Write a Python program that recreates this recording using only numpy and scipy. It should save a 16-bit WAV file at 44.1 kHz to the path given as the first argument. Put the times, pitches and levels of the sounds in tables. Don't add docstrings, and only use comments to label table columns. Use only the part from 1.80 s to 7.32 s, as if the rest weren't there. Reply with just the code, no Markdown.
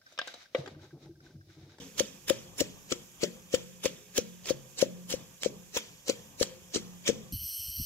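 import sys
import numpy as np
from scipy import signal
from scipy.fft import rfft, irfft, next_fast_len
from scipy.io import wavfile
from scipy.ndimage import uniform_filter1d, map_coordinates

SR = 44100
rng = np.random.default_rng(int(sys.argv[2]) if len(sys.argv) > 2 else 0)


def inscribe(sig):
    pcm = np.round(np.clip(np.atleast_2d(sig).T, -1, 1) * 32767)
    wavfile.write(sys.argv[1], SR, pcm.astype(np.int16))


def undo_db(level):
    steps = np.asarray(level, float) / 20
    return 10 ** steps


N = 243564
GRID = next_fast_len(N)


def rms_one(x):
    return x / np.sqrt(np.mean(x ** 2) + 1e-20)


def at_hz(points):
    hz = np.maximum(np.arange(GRID // 2 + 1) * SR / GRID, 1)
    points = np.array(points)
    return np.interp(np.log(hz), np.log(np.maximum(points[:, 0], 1)), points[:, 1])


def two_ports(shared, other, spectrum, balance, alike):
    alike = np.clip(alike, -1, 1)
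    mid = np.sqrt(1 + alike) * rfft(shared, GRID)
    side = np.sqrt(1 - alike) * rfft(other, GRID)
    gain, tilt = undo_db(at_hz(spectrum)), undo_db(at_hz(balance) / 2)
    left, right = gain * tilt * (mid + side), gain / tilt * (mid - side)
    return rms_one(irfft([left, right], GRID)[:, :N])


def ring(x, hz, t60):
    r, w = undo_db(-60 / (max(t60, .003) * SR)), 2 * np.pi * hz / SR
    return signal.lfilter([0, np.sin(w)], [1, -2 * r * np.cos(w), r * r], x + 1e-18)


def drift(hz, count):
    r = np.exp(-80 * np.pi * hz / SR)
    noise = rng.standard_normal((count, N // 40 + 2002))
    slow = signal.lfilter([1], [1, -2 * r, r * r], noise)[:, 2000:]
    return np.array([np.interp(np.arange(N) / 40, np.arange(len(v)), rms_one(v)) for v in slow])


# (frequency [Hz], density [dB per Hz])
RUMBLE_SPECTRUM = [(12, -42), (20, -13), (139, -6), (162, -4), (182, -2.5), (244, -16.5), (280, -11),
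                   (332, -18), (1200, -16.5), (1560, -53), (2640, -120)]
# (frequency [Hz], density [dB per Hz])
HISS_SPECTRUM = [(710, -47), (1200, -25.5), (1570, -1.5), (1660, -7.5), (1950, -11), (2120, -14.5),
                 (2460, -6), (2680, -7), (4450, -15.5), (5170, -6.5), (6980, 2.5), (8110, -7.5),
                 (10600, -9.5), (11800, -4), (15600, -14.5)]
# (frequency [Hz], balance [dB])
HISS_BALANCE = [(60, -2), (110, 12), (200, -1), (380, 7), (700, -1), (1290, 3.5), (2380, -12), (4400, -6),
                (8120, -4), (15000, -13.5)]
# (frequency [Hz], correlation [-1 to 1])
HISS_LIKENESS = [(60, 0.95), (240, 1), (950, 0.017), (3770, 0.52), (15000, -0.5)]


def hiss():
    white = rng.standard_normal((2, 2, N))
    alike = at_hz(HISS_LIKENESS)
    rumble = two_ports(*white[0], RUMBLE_SPECTRUM, HISS_BALANCE, alike)
    top = two_ports(*white[1], HISS_SPECTRUM, HISS_BALANCE, alike)
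    rumble_db = -59.86 + 3.04 * drift(6.2, count=1)
    top_db = -57.6 + 0.74 * drift(5.6, count=1)
    return undo_db(rumble_db) * rumble + undo_db(top_db) * top


# (frequency [Hz], width [Hz])
HUM_MODES = [
    (223.3, 27),
    (179.4, 10.7),
    (132, 54),
]
# (time [s], thud [dB], upper hum [dB], middle hum [dB], lower hum [dB])
FLOOR_HITS = [(0.204, -38, -75, -60, -57), (0.504, -37.5, -45, -62, -46), (0.813, -34.5, -60, -48, -48),
              (1.117, -38, -72, -58, -60), (1.431, -37, -42, -50, -55), (1.739, -32, -51, -43, -48),
              (2.056, -35.5, -52, -56, -53), (2.383, -34, -41, -42, -53), (2.705, -38, -50, -65, -43),
              (3.025, -41, -47, -37, -48), (3.338, -35, -50, -56, -53), (3.66, -46.5, -75, -47, -51),
              (3.965, -38, -56, -66, -62), (4.293, -44, -66, -70, -52), (4.611, -28, -64, -50, -53),
              (4.959, -37, -45, -40, -55), (5.292, -33, -38, -45, -44)]
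# (upper [s], middle [s], lower [s])
HUM_SWELL_S = [0.03, 0.1, 0.04]
# (upper [dB/s], middle [dB/s], lower [dB/s])
HUM_FADE_DB_PER_S = [130, 55, 85]
# (upper [dB], middle [dB], lower [dB])
HUM_AT_START_DB = [-71, -58, -66]


def hum():
    hz, wander_hz = np.transpose(HUM_MODES)[:, :, None]
    phase = 2 * np.pi * np.cumsum(hz + .18 * wander_hz * drift(8, count=3), axis=1) / SR
    strokes = np.array([(0, 0, *HUM_AT_START_DB)] + FLOOR_HITS)
    t = np.arange(N) / SR
    last = strokes[np.searchsorted(strokes[:, 0], t, side="right") - 1].T
    gain = undo_db(last[2:] - np.outer(HUM_FADE_DB_PER_S, t - last[0]))
    poles = np.exp(-2 / SR / np.array(HUM_SWELL_S))
    gain = [signal.lfilter([1 - r], [1, -r], g) for g, r in zip(gain, poles)]
    return sum(g * np.sin(p + [[0], [1.4]]) for g, p in zip(gain, phase))


# (time of most force [s], crunch [dB], settling [dB], low share [dB], left-right [dB])
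CRUSHES = [(-0.1, -30.0, -40.0, -3.0, -6.0), (0.196, -32.5, -44.5, -4.5, -8.0),
           (0.502, -36.5, -44.0, -3.5, -3.0), (0.802, -31.0, -47.0, -6.0, -4.0),
           (1.121, -38.0, -51.0, -6.0, -2.0), (1.434, -35.0, -50.0, -4.5, -1.0),
           (1.744, -36.5, -47.5, -3.0, -4.0), (2.055, -33.0, -47.0, -4.0, -5.0),
           (2.377, -33.5, -49.5, -7.0, -5.0), (2.69, -34.0, -53.5, -3.5, -7.0),
           (3.014, -32.0, -53.0, -4.5, -4.0), (3.326, -35.0, -50.5, -8.5, -3.0),
           (3.648, -38.0, -57.0, -5.0, -6.0), (3.96, -33.5, -43.5, -7.0, -4.0),
           (4.295, -35.0, -49.0, -5.0, -3.0), (4.621, -32.5, -47.0, -8.0, -2.0),
           (4.942, -44.0, -46.5, -8.0, -4.0), (5.272, -35.0, -45.5, -4.0, -3.0)]


def crushing():
    rise, fall, settle = 750, 450, 100
    s, peak_db, settle_db, low_db, pan_db = np.transpose(CRUSHES)[:, :, None]
    ticks = np.arange(0, N + 32, 32)
    before, after = np.minimum(ticks / SR - s, 0), np.maximum(ticks / SR - s, 0)
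    blow = undo_db(peak_db + rise * before - fall * after) ** 2
    pulp = undo_db(settle_db + rise * before - settle * after) ** 2
    total = (blow + pulp).sum(axis=0) + 1e-12
    low = (blow * low_db + pulp * -4.6).sum(axis=0) / total
    top = (blow * -9.5 + pulp * -16).sum(axis=0) / total
    pan = (blow * pan_db + pulp * (pan_db - 1)).sum(axis=0) / total
    level = 10 * np.log10(total + undo_db(-65) ** 2)
    return [np.interp(np.arange(N), ticks, c) for c in (level, low, top, pan)]


# (time [s], peak [dB], swell before it [s], low share [dB], top share [dB])
LANDINGS = [(0.181, -25.0, 0.0076, -7.0, -4.5), (0.4823, -22.0, 0.0091, -4.0, -2.5),
            (0.7835, -28.5, 0.0077, -10.5, 0.5), (1.1087, -29.0, 0.0279, -7.5, -9.0),
            (1.4205, -26.5, 0.0185, -4.5, -11.5), (1.7314, -26.0, 0.0192, -11.5, -8.0),
            (2.0388, -25.0, 0.0108, -3.0, -6.5), (2.3676, -22.0, 0.0257, -6.5, -6.5),
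            (2.6697, -26.0, 0.0312, -8.0, -12.5), (2.9911, -20.5, 0.022, -12.0, -14.0),
            (3.3042, -24.5, 0.02, -5.0, -2.0), (3.6235, -26.5, 0.0145, -13.5, -14.0),
            (3.9463, -31.0, 0.0097, -6.0, -8.0), (4.2792, -24.5, 0.0197, -9.5, -16.5),
            (4.6032, -24.0, 0.0182, -10.5, -5.5), (4.9461, -16.5, 0.0092, -12.0, -18.0),
            (5.2652, -25.0, 0.0063, -4.5, -14.5)]
# (time [s], peak [dB], spray t60 [s], low share [dB], top share [dB])
BURSTS = [(0.1974, -9.0, 0.022, -5.0, -13.5), (0.4985, -11.0, 0.02, -3.5, -7.5),
          (0.8068, -10.0, 0.021, -8.0, -8.0), (1.1237, -13.0, 0.025, -5.5, -19.0),
          (1.4357, -14.0, 0.026, -9.5, -19.5), (1.7463, -16.0, 0.048, -5.5, -7.5),
          (2.0572, -15.5, 0.046, -4.0, -13.0), (2.3792, -10.0, 0.027, -9.5, -8.5),
          (2.6986, -17.5, 0.054, -8.5, -16.5), (3.0168, -14.0, 0.044, -10.5, -11.5),
          (3.3134, -23.5, 0.115, -9.0, -16.5), (3.6476, -21.5, 0.093, -8.5, -22.0),
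          (3.9682, -19.0, 0.099, -2.0, -9.0), (4.2976, -14.0, 0.038, -9.5, -22.5),
          (4.6289, -9.5, 0.024, -9.0, -17.5), (4.9577, -18.0, 0.1, -8.0, -19.0),
          (5.278, -13.5, 0.093, -4.5, -15.5), (5.2974, -26.0, 0.024, -13.0, -14.0)]
# (time [s], peak [dB], low share [dB])
POPS = [(0.4985, -17, 0), (0.8036, -21, 0), (1.1233, -28, 0), (1.4361, -22, -9.5), (2.379, -26, -3),
        (2.6577, -24, -6), (3.3274, -21, -9), (3.634, -14, -6), (3.9729, -10.5, -5), (4.2829, -17, -13),
        (4.6279, -26, -3), (5.2765, -22, -2)]


def skin_breaks():
    power = np.zeros((3, N))
    t = np.arange(-SR // 10, SR // 10) / SR
    breaks = [(s, db, swell, 0.07, low, top) for s, db, swell, low, top in LANDINGS]
    breaks += [(s, db, 0.008, *rest) for s, db, *rest in BURSTS]
    breaks += [(s, db, 0.0021, 0.011, low, -10) for s, db, low in POPS]
    for s, peak_db, swell, t60, low_db, top_db in breaks:
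        swell_db = -2.5 + 20 * t / max(swell, .0005)
        fall_db = np.where(t < 0, swell_db, -60 * t / max(t60, .003))
        share_db = np.array([[0], [min(low_db, 0)], [top_db]])
        span = slice(round(s * SR) - SR // 10, round(s * SR) + SR // 10)
        power[:, span] += undo_db(peak_db - 14.5 + fall_db + share_db) ** 2
    return power


def fibre_grains(grains_per_s=6000, spread_db=3.5, wet_share=0.48):
    height_db = spread_db * np.minimum(rng.exponential(1, (2, N)), 3)
    snaps = undo_db(height_db) * rng.choice([-1, 1], (2, N))
    snaps = rms_one(snaps * (rng.random((2, N)) < grains_per_s / SR))
    grains = snaps + wet_share * rng.standard_normal((2, N))
    grains /= np.sqrt(uniform_filter1d(grains ** 2, size=220))
    grains[0, [round(pop[0] * SR) + 12 for pop in POPS]] = 6.5
    return grains


# (frequency [Hz], density [dB per Hz])
CRUNCH_SPECTRUM = [(180, -15), (300, -2), (540, 3.6), (850, -9), (1500, -3.5), (2400, 0.5), (3100, 4),
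                   (4200, 0), (5300, 3), (7000, 4.55), (8600, -10), (10300, -13), (13000, -12),
                   (15000, -26.5), (15800, -12.5)]
# (frequency [Hz], balance [dB])
CRUNCH_BALANCE = [(60, 27), (110, 11), (200, 21), (380, 12.5), (700, 13), (1290, 8), (2380, 7.5),
                  (4400, -1.5), (8120, 1.5), (15000, 2.5)]


def crunch():
    level, low_db, top_db, pan_db = crushing()
    power = undo_db(level - 4 + np.array([0 * low_db, low_db, top_db])) ** 2
    whole, low_power, top_power = power + skin_breaks()
    both = two_ports(*fibre_grains(), CRUNCH_SPECTRUM, CRUNCH_BALANCE, alike=0.5)
    lag = SR * 0.0001 * (1 + 0.33 * drift(1.22, count=1))
    both[1] = map_coordinates(both[1], np.arange(N) - lag, order=3)
    edges = np.geomspace(250, 17000, 15)
    patches = undo_db(1.3 * drift(50, count=14))
    bands = []
    for patch, *edge in zip(patches, edges, edges[1:]):
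        bands.append(patch * signal.sosfilt(signal.butter(2, edge, "band", fs=SR, output="sos"), both))
    hollow, low, high, top = [rms_one(sum(b)) for b in np.split(np.array(bands), [4, 9, 12])]
    mix = undo_db(3.2) * np.sqrt(low_power) * low
    mix = mix + np.sqrt(np.maximum(whole - low_power, 0.13 * whole)) * high
    mix = mix + undo_db(2.4) * np.sqrt(top_power) * top
    mix = mix + undo_db(-10) * np.sqrt(whole) * hollow
    return undo_db(7.2) * mix * undo_db(np.clip(pan_db + 1.5, -8, 8) * [[.5], [-.5]])


# (time [s], peak [dB], bowl pitch [Hz], ring t60 [s], lower modes [dB])
KNOCKS = [(0.204, -19.5, 530, 0.041, -8.5), (0.504, -16, 541, 0.05, -5), (0.806, -22.5, 494, 0.033, 3),
          (0.813, -20, 540, 0.031, -4), (1.117, -26, 433, 0.026, -18), (1.125, -25.5, 504, 0.025, 8),
          (1.431, -22, 466, 0.031, -1), (1.437, -22.5, 580, 0.056, 5), (1.739, -18, 508, 0.053, -12.5),
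          (2.046, -29.5, 453, 0.022, -8), (2.056, -20, 519, 0.039, -10), (2.383, -20.5, 493, 0.037, -10),
          (2.705, -19, 523, 0.047, -6), (3.025, -13.5, 541, 0.034, -13), (3.338, -25.5, 518, 0.031, -12),
          (3.66, -18.5, 512, 0.022, -24), (3.965, -26, 495, 0.024, -23), (4.293, -23, 477, 0.044, -8),
          (4.297, -23, 530, 0.048, -4.5), (4.611, -18.5, 515, 0.029, -14), (4.959, -22.5, 435, 0.021, 2),
          (4.972, -31, 495, 0.044, 8), (5.289, -18, 472, 0.024, -4), (5.298, -20.5, 496, 0.036, -7)]
# (pitch ratio, level [dB], t60 ratio)
BOWL_MODES = [
    (0.994, 10.5, 0.66),
    (1.043, -2.5, 1),
    (0.707, 6, 0.35),
    (0.62, -3, 1),
]
# (frequency [Hz], level [dB], t60 [s])
FLOOR_MODES = [(176.3, -11.5, 1), (210.8, -8.5, 0.65), (268, -10, 0.39), (357, -14, 0.78), (419, -16, 0.9),
               (477.5, -10, 0.46), (519, -16.5, 1)]


def knocks(contact_s=0.0018, mouth_hz=260):
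    bowl, floor = np.zeros(N + SR), np.zeros((len(FLOOR_MODES), N))
    chance = rng.normal(0, 1, (len(KNOCKS), len(BOWL_MODES) + len(FLOOR_MODES)))
    push, t = np.zeros(SR // 4), np.arange(SR // 4) / SR
    width = max(int(contact_s * SR), 4)
    push[:width] = np.hanning(width) / width * 2
    small = signal.butter(2, mouth_hz, "high", fs=SR, output="sos")
    floor[:, 0] = undo_db(-43)
    for (s, peak_db, hz, t60, lower_db), luck in zip(KNOCKS, chance):
        clay = 0
        for (ratio, db, share), luck_db in zip(BOWL_MODES, luck):
            mode_db = db + lower_db * (ratio < .9) + luck_db
            clay = clay + undo_db(mode_db) * ring(push, hz * ratio, 2.7 * t60 * share)
        air = signal.sosfilt(small, ring(clay, hz, 0.0041))
        air *= np.exp(-(t / (0.52 * t60)) ** 2)
        i = round((s - .0006) * SR)
        bowl[i:i + len(t)] += undo_db(peak_db + 8.0) * air / np.abs(air).max()
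        floor[:, i] = undo_db(peak_db - 25 + 2.96 * luck[len(BOWL_MODES):]) * np.sign(luck[0] + 1)
    rocking = undo_db(5.5 * drift(16, count=len(floor)))
    shake = np.zeros(N)
    for (hz, db, t60), clicks, waver in zip(FLOOR_MODES, floor, rocking):
        shake += undo_db(db) * waver * ring(clicks, hz, t60)
    shake = signal.sosfilt(signal.butter(2, [140, 700], "band", fs=SR, output="sos"), shake)
    return bowl[:N], shake


def thuds():
    push = np.zeros(N)
    for s, thud_db, *_ in FLOOR_HITS:
        push[round((s + .0003) * SR)] = undo_db(thud_db)
    return ring(ring(push, 87, 0.041), 73, 0.028) / 90


def kitchen(x, t60_s=0.44, wall_cut_hz=9000):
    out, dull = np.zeros((2, N)), np.exp(-2 * np.pi * wall_cut_hz / SR)
    for k, lag in enumerate((rng.uniform(0.013, 0.041, 16) * SR).astype(int)):
        loop, gain, state = x[k % 2].copy(), undo_db(-60 * lag / SR / t60_s), [0.]
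        for i in range(lag, N, lag):
            back, state = signal.lfilter([gain * (1 - dull)], [1, -dull], loop[i - lag:i], zi=state)
            loop[i:i + lag] += back[:N - i]
        out[k % 2] += (loop - x[k % 2]) * (-1) ** (k // 2)
    return out


def scene():
    bowl, shake = knocks()
    pods = crunch()
    room = kitchen(undo_db(-29) * bowl + undo_db(-31) * pods)
    low = shake * undo_db([[1.5], [-1.5]]) + hum() * undo_db([[.7], [-.7]]) + thuds() * undo_db([[4], [-9]])
    return bowl * undo_db([[0.1], [-15]]) + pods + low + room + hiss()


def roll_off(x):
    return signal.sosfilt(signal.butter(12, 15760, fs=SR, output="sos"), x)


def record(dry):
    top = signal.ellip(10, .5, 90, 15660, fs=SR, output="sos")
    mix = signal.sosfilt(top, dry)
    return roll_off(mix)


dry = scene()
out = record(dry)
inscribe(out)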